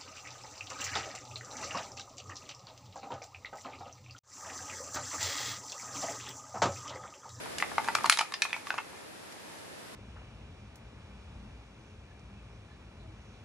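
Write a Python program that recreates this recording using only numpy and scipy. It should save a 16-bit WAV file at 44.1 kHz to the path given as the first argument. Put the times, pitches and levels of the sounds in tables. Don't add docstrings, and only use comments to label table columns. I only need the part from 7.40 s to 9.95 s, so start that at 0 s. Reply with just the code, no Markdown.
import sys
import numpy as np
from scipy import signal
from scipy.fft import rfft, irfft
from scipy.io import wavfile
from scipy.ndimage import uniform_filter1d, minimum_filter1d

SR = 44100
rng = np.random.default_rng(int(sys.argv[2]) if len(sys.argv) > 2 else 0)


def log_audio(samples):
    frames = np.atleast_2d(samples).T
    limited = np.clip(frames, -1, 1)
    pcm = np.round(limited * 32767).astype(np.int16)
    wavfile.write(sys.argv[1], SR, pcm)


N = 112454


def from_db(db):
    return 10 ** (np.asarray(db) / 20)


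def rms_one(x):
    return x / np.sqrt(np.mean(x ** 2) + 1e-20)


def dying(t, fade_s):
    return np.exp(-np.log(1000) * t / fade_s)


def at_hz(points, hz, column=1):
    table = np.array(points)
    return np.interp(np.log(hz), np.log(table[:, 0]), table[:, column])


def band(x, low_hz, high_hz, order=2):
    sections = signal.butter(order, [low_hz, min(high_hz, .45 * SR)], "band", fs=SR, output="sos")
    return signal.sosfilt(sections, x)


def noise_bands(table, size, likeness_column):
    edges = 22 * 2 ** np.arange(0, 10, .5)
    for low, high in zip(edges, edges[1:]):
        mid, side = band(rng.standard_normal((2, size + SR // 10)), low, high)[:, -size:]
        hz = np.sqrt(low * high)
        alike = np.clip(at_hz(table, hz, likeness_column), -1, 1)
        yield hz, np.sqrt(1 + alike) * mid + np.sqrt(1 - alike) * side * [[1], [-1]]


# pitch_hz, relative_level_db
HISS_TONE = [(25, -36), (42, -34), (62, -10), (130, -4.5), (220, -3), (340, -1.5), (600, -2.5), (900, -7),
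             (1700, -8), (3000, -13.5), (4500, -14), (7000, -19.5), (11000, -18), (16000, -31)]
# pitch_hz, likeness
HISS_LIKENESS = [(40, 0.5), (90, 0.39), (170, -0.31), (350, -0.24), (700, -0.077), (2000, -0.13),
                 (10000, -0.055)]
def room_hiss(level_db=-41.5):
    bands = noise_bands(HISS_LIKENESS, N, likeness_column=1)
    hiss = sum(from_db(at_hz(HISS_TONE, hz)) * noise for hz, noise in bands)
    return from_db(level_db) * rms_one(hiss)


# pitch_hz, level_db, fade_s, likeness
ROOM_TAIL = [(300, -22, 0.15, .5), (860, -11.5, 0.13, 1), (1440, -16.5, 0.31, 0.4), (2402, -13, 0.27, 0.34),
             (4400, -11.5, 0.19, 0.16), (10000, -13, 0.31, 0.09)]
# delay_s, level_db
WALL_ECHOES = [(0.0132, -19.5), (0.0175, -20.5), (0.0203, -22)]
def room_echo(sound, tail_delay_s=0.0043):
    t = np.arange(SR // 2) / SR
    fade_in = np.clip(t / tail_delay_s - 1, 0, 1)
    response = 0
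    for hz, noise in noise_bands(ROOM_TAIL, len(t), likeness_column=3):
        shape = fade_in * dying(t, at_hz(ROOM_TAIL, hz, column=2))
        response += from_db(at_hz(ROOM_TAIL, hz)) * noise * shape / np.sqrt(np.sum(shape ** 2))
    for delay_s, db in WALL_ECHOES:
        response[:, int(delay_s * SR)] += from_db(db)
    return signal.fftconvolve(sound, response, axes=1)[:, :N]


# pitch_hz, relative_level_db, struck_fade_s
SHELL_NOTES = [(786, -8.5, 0.022), (933, -1, 0.03), (1155, -6, 0.027), (1389, -9.5, 0.075),
               (1597, -9, 0.019), (1742, -2.5, 0.044), (2088, -7, 0.084), (2435, -0.5, 0.025),
               (3110, -6, 0.022), (4120, -6, 0.021), (5580, -13, 0.0086), (6680, 11, 0.0063),
               (8750, 1, 0.011), (10230, 3, 0.025)]
# time_s, level_db
RUB_LOUDNESS = [(0, -60), (.26, -67), (.45, -46.5), (.66, -62), (.86, -48.5), (1.222, -50.5), (1.36, -40.5),
                (1.45, -57), (1.562, -48), (1.7, -65), (1.92, -52.5), (2.02, -60), (2.16, -50),
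                (2.28, -64.5), (2.55, -69)]
def finger_rubbing(slips_per_s=2500, tilt_db_per_octave=-5.5):
    slips = (rng.random(N) < slips_per_s / SR) * rng.standard_normal(N)
    lowest_hz = SHELL_NOTES[0][0]
    out = 0
    for k, (hz, db, fade_s) in enumerate(SHELL_NOTES):
        decay = dying(1 / SR, fade_s / 2)
        turn = 2 * np.pi * hz / SR
        ring = signal.lfilter([0, np.sin(turn)], [1, -2 * decay * np.cos(turn), decay ** 2], slips + 1e-18)
        out += (-1) ** k * from_db(db + tilt_db_per_octave * np.log2(hz / lowest_hz)) * ring
    level_db = np.interp(np.arange(N) / SR, *np.transpose(RUB_LOUDNESS))
    return from_db(level_db) * rms_one(out)


# start_s, length_s, level_db
SCRAPES = [(0.2, 0.023, -43), (0.549, 0.0099, -34.5), (0.634, .007, -41), (0.65, 0.0087, -42),
           (0.7, 0.058, -29), (0.784, 0.03, -41), (.875, 0.057, -54), (1.027, 0.043, -38.5),
           (1.092, 0.14, -45.5), (1.25, 0.065, -42.5), (1.921, 0.0089, -41.5), (2.047, 0.15, -53)]
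def cord_scrapes(slips_per_s=5600):
    t = np.arange(N) / SR
    slips = (rng.random((2, N)) < slips_per_s / SR) * rng.standard_normal((2, N))
    strokes = sum(from_db(db) * np.sin(np.pi * np.clip((t - start_s) / length_s, 0, 1))
                  for start_s, length_s, db in SCRAPES)
    return strokes * rms_one(band(slips, low_hz=1800, high_hz=7800, order=1))


# low_hz, high_hz
KNOCK_BANDS = [(680, 1463), (1500, 3085), (3200, 5850), (6000, 10900)]
def knock(levels_db, low_hz, low_db, low_fade_s, high_hz, high_db, tick_db):
    length_s, attack_s = 0.11, 0.0095
    low_boost_db, high_boost_db, tick_boost_db = 5, 3, 18
    grip_detune, scatter_db = 0.023, 3
    crack_db, crack_width = 13.5, 0.61
    thud_hz, thud_db = 393, -12
    t = np.arange(int(length_s * SR)) / SR
    ring = from_db(low_boost_db + low_db) * np.cos(2 * np.pi * low_hz * t) * dying(t, low_fade_s)
    ring += from_db(high_boost_db + high_db) * np.cos(2 * np.pi * high_hz * t) * dying(t, fade_s=0.029)
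    ring[0] += from_db(tick_boost_db + tick_db)
    for hz, db, fade_s in SHELL_NOTES:
        detune, strength = rng.standard_normal(2)
        note = np.cos(2 * np.pi * hz * (1 + grip_detune * detune) * t)
        ring += from_db(db + scatter_db * strength) * note * dying(t, fade_s)
    mid, side = rng.standard_normal((2, SR // 4))[:, :len(t)]
    noise = rms_one(mid + crack_width * side * [[1], [-1]])
    crack = from_db(crack_db) * noise * dying(t, fade_s=0.032)
    thud = from_db(levels_db[0] + thud_db) * np.sin(2 * np.pi * thud_hz * t) * dying(t, fade_s=0.015)
    clack = 0
    for k, ((low, high), db) in enumerate(zip(KNOCK_BANDS, levels_db)):
        part = band(ring + crack, low, high, order=3)
        attack_level = np.sqrt(np.mean(part[:, :int(attack_s * SR)] ** 2))
        clack += (-1) ** k * from_db(db) * part / attack_level
    return thud + clack


# start_s, body_db, middle_db, edge_db, treble_db,
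# low_ring_hz, low_ring_db, low_ring_fade_s, high_ring_hz, high_ring_db, tick_db
KNOCKS_AND_ECHOES = [(0.0576, -42, -55, -66, -61, 1260, -11, 0.015, 1680, -7, -2),
                     (0.184, -56, -40.5, -39.5, -41.5, 2880, 7, 0.014, 4900, -2, -17),
                     (0.201, -51, -36, -55, -56, 1920, -7, .016, 4700, -6, -12),
                     (0.2247, -30, -28.5, -49, -59, 1260, -3, 0.017, 2004, 8.5, 15),
                     (0.316, -39.5, -59, -65, -62, 1240, -4, 0.0083, 1730, -3, -10),
                     (0.3813, -24, -34.5, -45.5, -56, 1135, 6, 0.013, 2050, 0, -20),
                     (0.445, -45, -46, -49.5, -53, 1200, 5, 0.018, 1600, 14, -10),
                     (0.477, -38, -46, -51, -50, 1000, 0, 0.038, 1700, -4, -11),
                     (0.4856, -27, -35.5, -46.5, -52, 1620, 7, .011, 4770, 6, 1),
                     (0.5505, -37, -37, -31.5, -53, 1390, -20, .016, 5550, 0, -5),
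                     (0.5523, -25, -30.5, -44, -38, 1360, 13, 0.011, 2390, 4, -11),
                     (0.585, -36.5, -43, -62, -56, 1220, 10, 0.024, 2000, 3, -13),
                     (0.6083, -40, -48, -69, -65, 1210, -1, 0.021, 1790, 7, -6),
                     (0.643, -24.5, -46, -43, -57, 1116, 3, 0.019, 4700, 2, -15),
                     (0.658, -29.5, -34.5, -43, -42.5, 1360, -3, 0.016, 4290, 16, -10),
                     (0.6623, -39, -37, -40, -41.5, 1020, -4, 0.023, 4700, -7, 21),
                     (0.6975, -18.5, -12.5, -16.5, -16.5, 1296, 18.5, 0.013, 4170, 3, -19),
                     (0.7178, -44, -42, -30, -45, 1690, 10, 0.013, 4170, 4, -6),
                     (0.7239, -27.5, -24.5, -18.5, -32, 3130, 16, 0.011, 4090, 0, -15),
                     (0.727, -53, -21, -29, -27.5, 1970, 9, 0.012, 3980, -6, -1),
                     (0.738, -47, -39, -30, -41, 2100, -2, 0.01, 3940, 20, -8),
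                     (0.7733, -29.5, -29.5, -27.5, -33, 1200, -5, 0.01, 3850, 6, 13),
                     (0.788, -25, -34, -21.5, -34, 2400, 0, .014, 4020, -11, -5),
                     (0.7924, -24, -19.5, -29, -32.5, 2250, 8, 0.0098, 2930, 4, 10),
                     (0.809, -22, -51, -28, -45, 860, 9, 0.01, 4070, -6, 0),
                     (0.812, -26, -23, -57, -33, 1253, 12, 0.044, 2030, -20, -6),
                     (0.922, -35.5, -36, -39.5, -44.5, 1125, 15, 0.025, 3800, 4, -4.5),
                     (0.9395, -37, -29, -27, -48, 1080, 2, 0.036, 4940, 3, -14),
                     (1.0205, -34.5, -18, -21, -29, 2475, 5.5, 0.02, 5860, 1, 8),
                     (1.0517, -29, -31, -58, -58, 1070, -1, 0.023, 2460, -12, -19),
                     (1.095, -48, -48, -46, -58, 2400, 10, .014, 3480, 15, -8),
                     (1.106, -52.5, -40, -52, -61, 2420, 4, .014, 3700, 11, -10),
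                     (1.1297, -36.5, -24, -39, -47, 2430, 10, 0.01, 3370, 3, -11),
                     (1.1413, -36, -30, -54, -62, 2245, 18, 0.044, 2530, 13, -13),
                     (1.164, -35, -48, -46, -65, 940, -15, 0.011, 2280, -1, -12),
                     (1.27, -37, -35.5, -44, -62, 1140, 19, 0.036, 1700, 6, -14),
                     (1.3046, -26, -24, -39.5, -61, 1505, 17.5, 0.017, 2610, 4, -10),
                     (1.341, -31.5, -52, -44.5, -65, 1120, 1, .016, 2600, 11, -4),
                     (1.3801, -33, -32.5, -45, -56, 1210, 6, 0.026, 2690, -9, -12),
                     (1.385, -30.5, -29, -51, -63, 1410, 8, 0.014, 2650, 12, -12),
                     (1.387, -29.5, -45, -54, -63, 1155, 13, 0.016, 2600, -3, -1)]
def toy_knocks(boost_db=1):
    out = np.zeros((2, N + SR))
    for start_s, *levels_db, low_hz, low_db, low_fade_s, high_hz, high_db, tick_db in KNOCKS_AND_ECHOES:
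        sound = knock(levels_db, low_hz, low_db, low_fade_s, high_hz, high_db, tick_db)
        start = int(start_s * SR)
        out[:, start:start + sound.shape[1]] += sound
    return from_db(boost_db) * out[:, :N]


def scene(left_lag_s=.00002):
    left, right = toy_knocks() + finger_rubbing() + cord_scrapes()
    delay = np.exp(-2j * np.pi * np.fft.rfftfreq(N, 1 / SR) * left_lag_s)
    toy = np.array([irfft(rfft(left) * delay, N), right])
    return toy + room_echo(toy) + room_hiss()


def released(cut_db, db_per_s):
    recovery = db_per_s * np.arange(N) / SR
    return np.maximum.accumulate(cut_db + recovery) - recovery


def record(dry):
    limit_db, sense_s, attack_s = -13, 0.0033, 0.0035
    lingering_share, ceiling, cutoff_hz = 0.81, .92, 12500
    power = uniform_filter1d(np.mean(dry ** 2, axis=0), int(sense_s * SR))
    over_db = np.maximum(10 * np.log10(np.maximum(power, 1e-12)) - limit_db, 0)
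    lingering_db = released(lingering_share * over_db, db_per_s=1.3)
    cut_db = np.maximum(released(over_db, db_per_s=5), lingering_db)
    smoothing = np.exp(-1 / (attack_s * SR))
    duck_db = signal.lfilter([1 - smoothing], [1, -smoothing], cut_db)
    ducked = dry * from_db(-duck_db)
    allowed_gain = ceiling / np.maximum(np.abs(ducked).max(axis=0), ceiling)
    limited = ducked * uniform_filter1d(minimum_filter1d(allowed_gain, size=65), size=65)
    treble_cut = signal.ellip(10, .1, 80, cutoff_hz, fs=SR, output="sos")
    return signal.sosfilt(treble_cut, limited)


dry = scene()
out = record(dry)
log_audio(out)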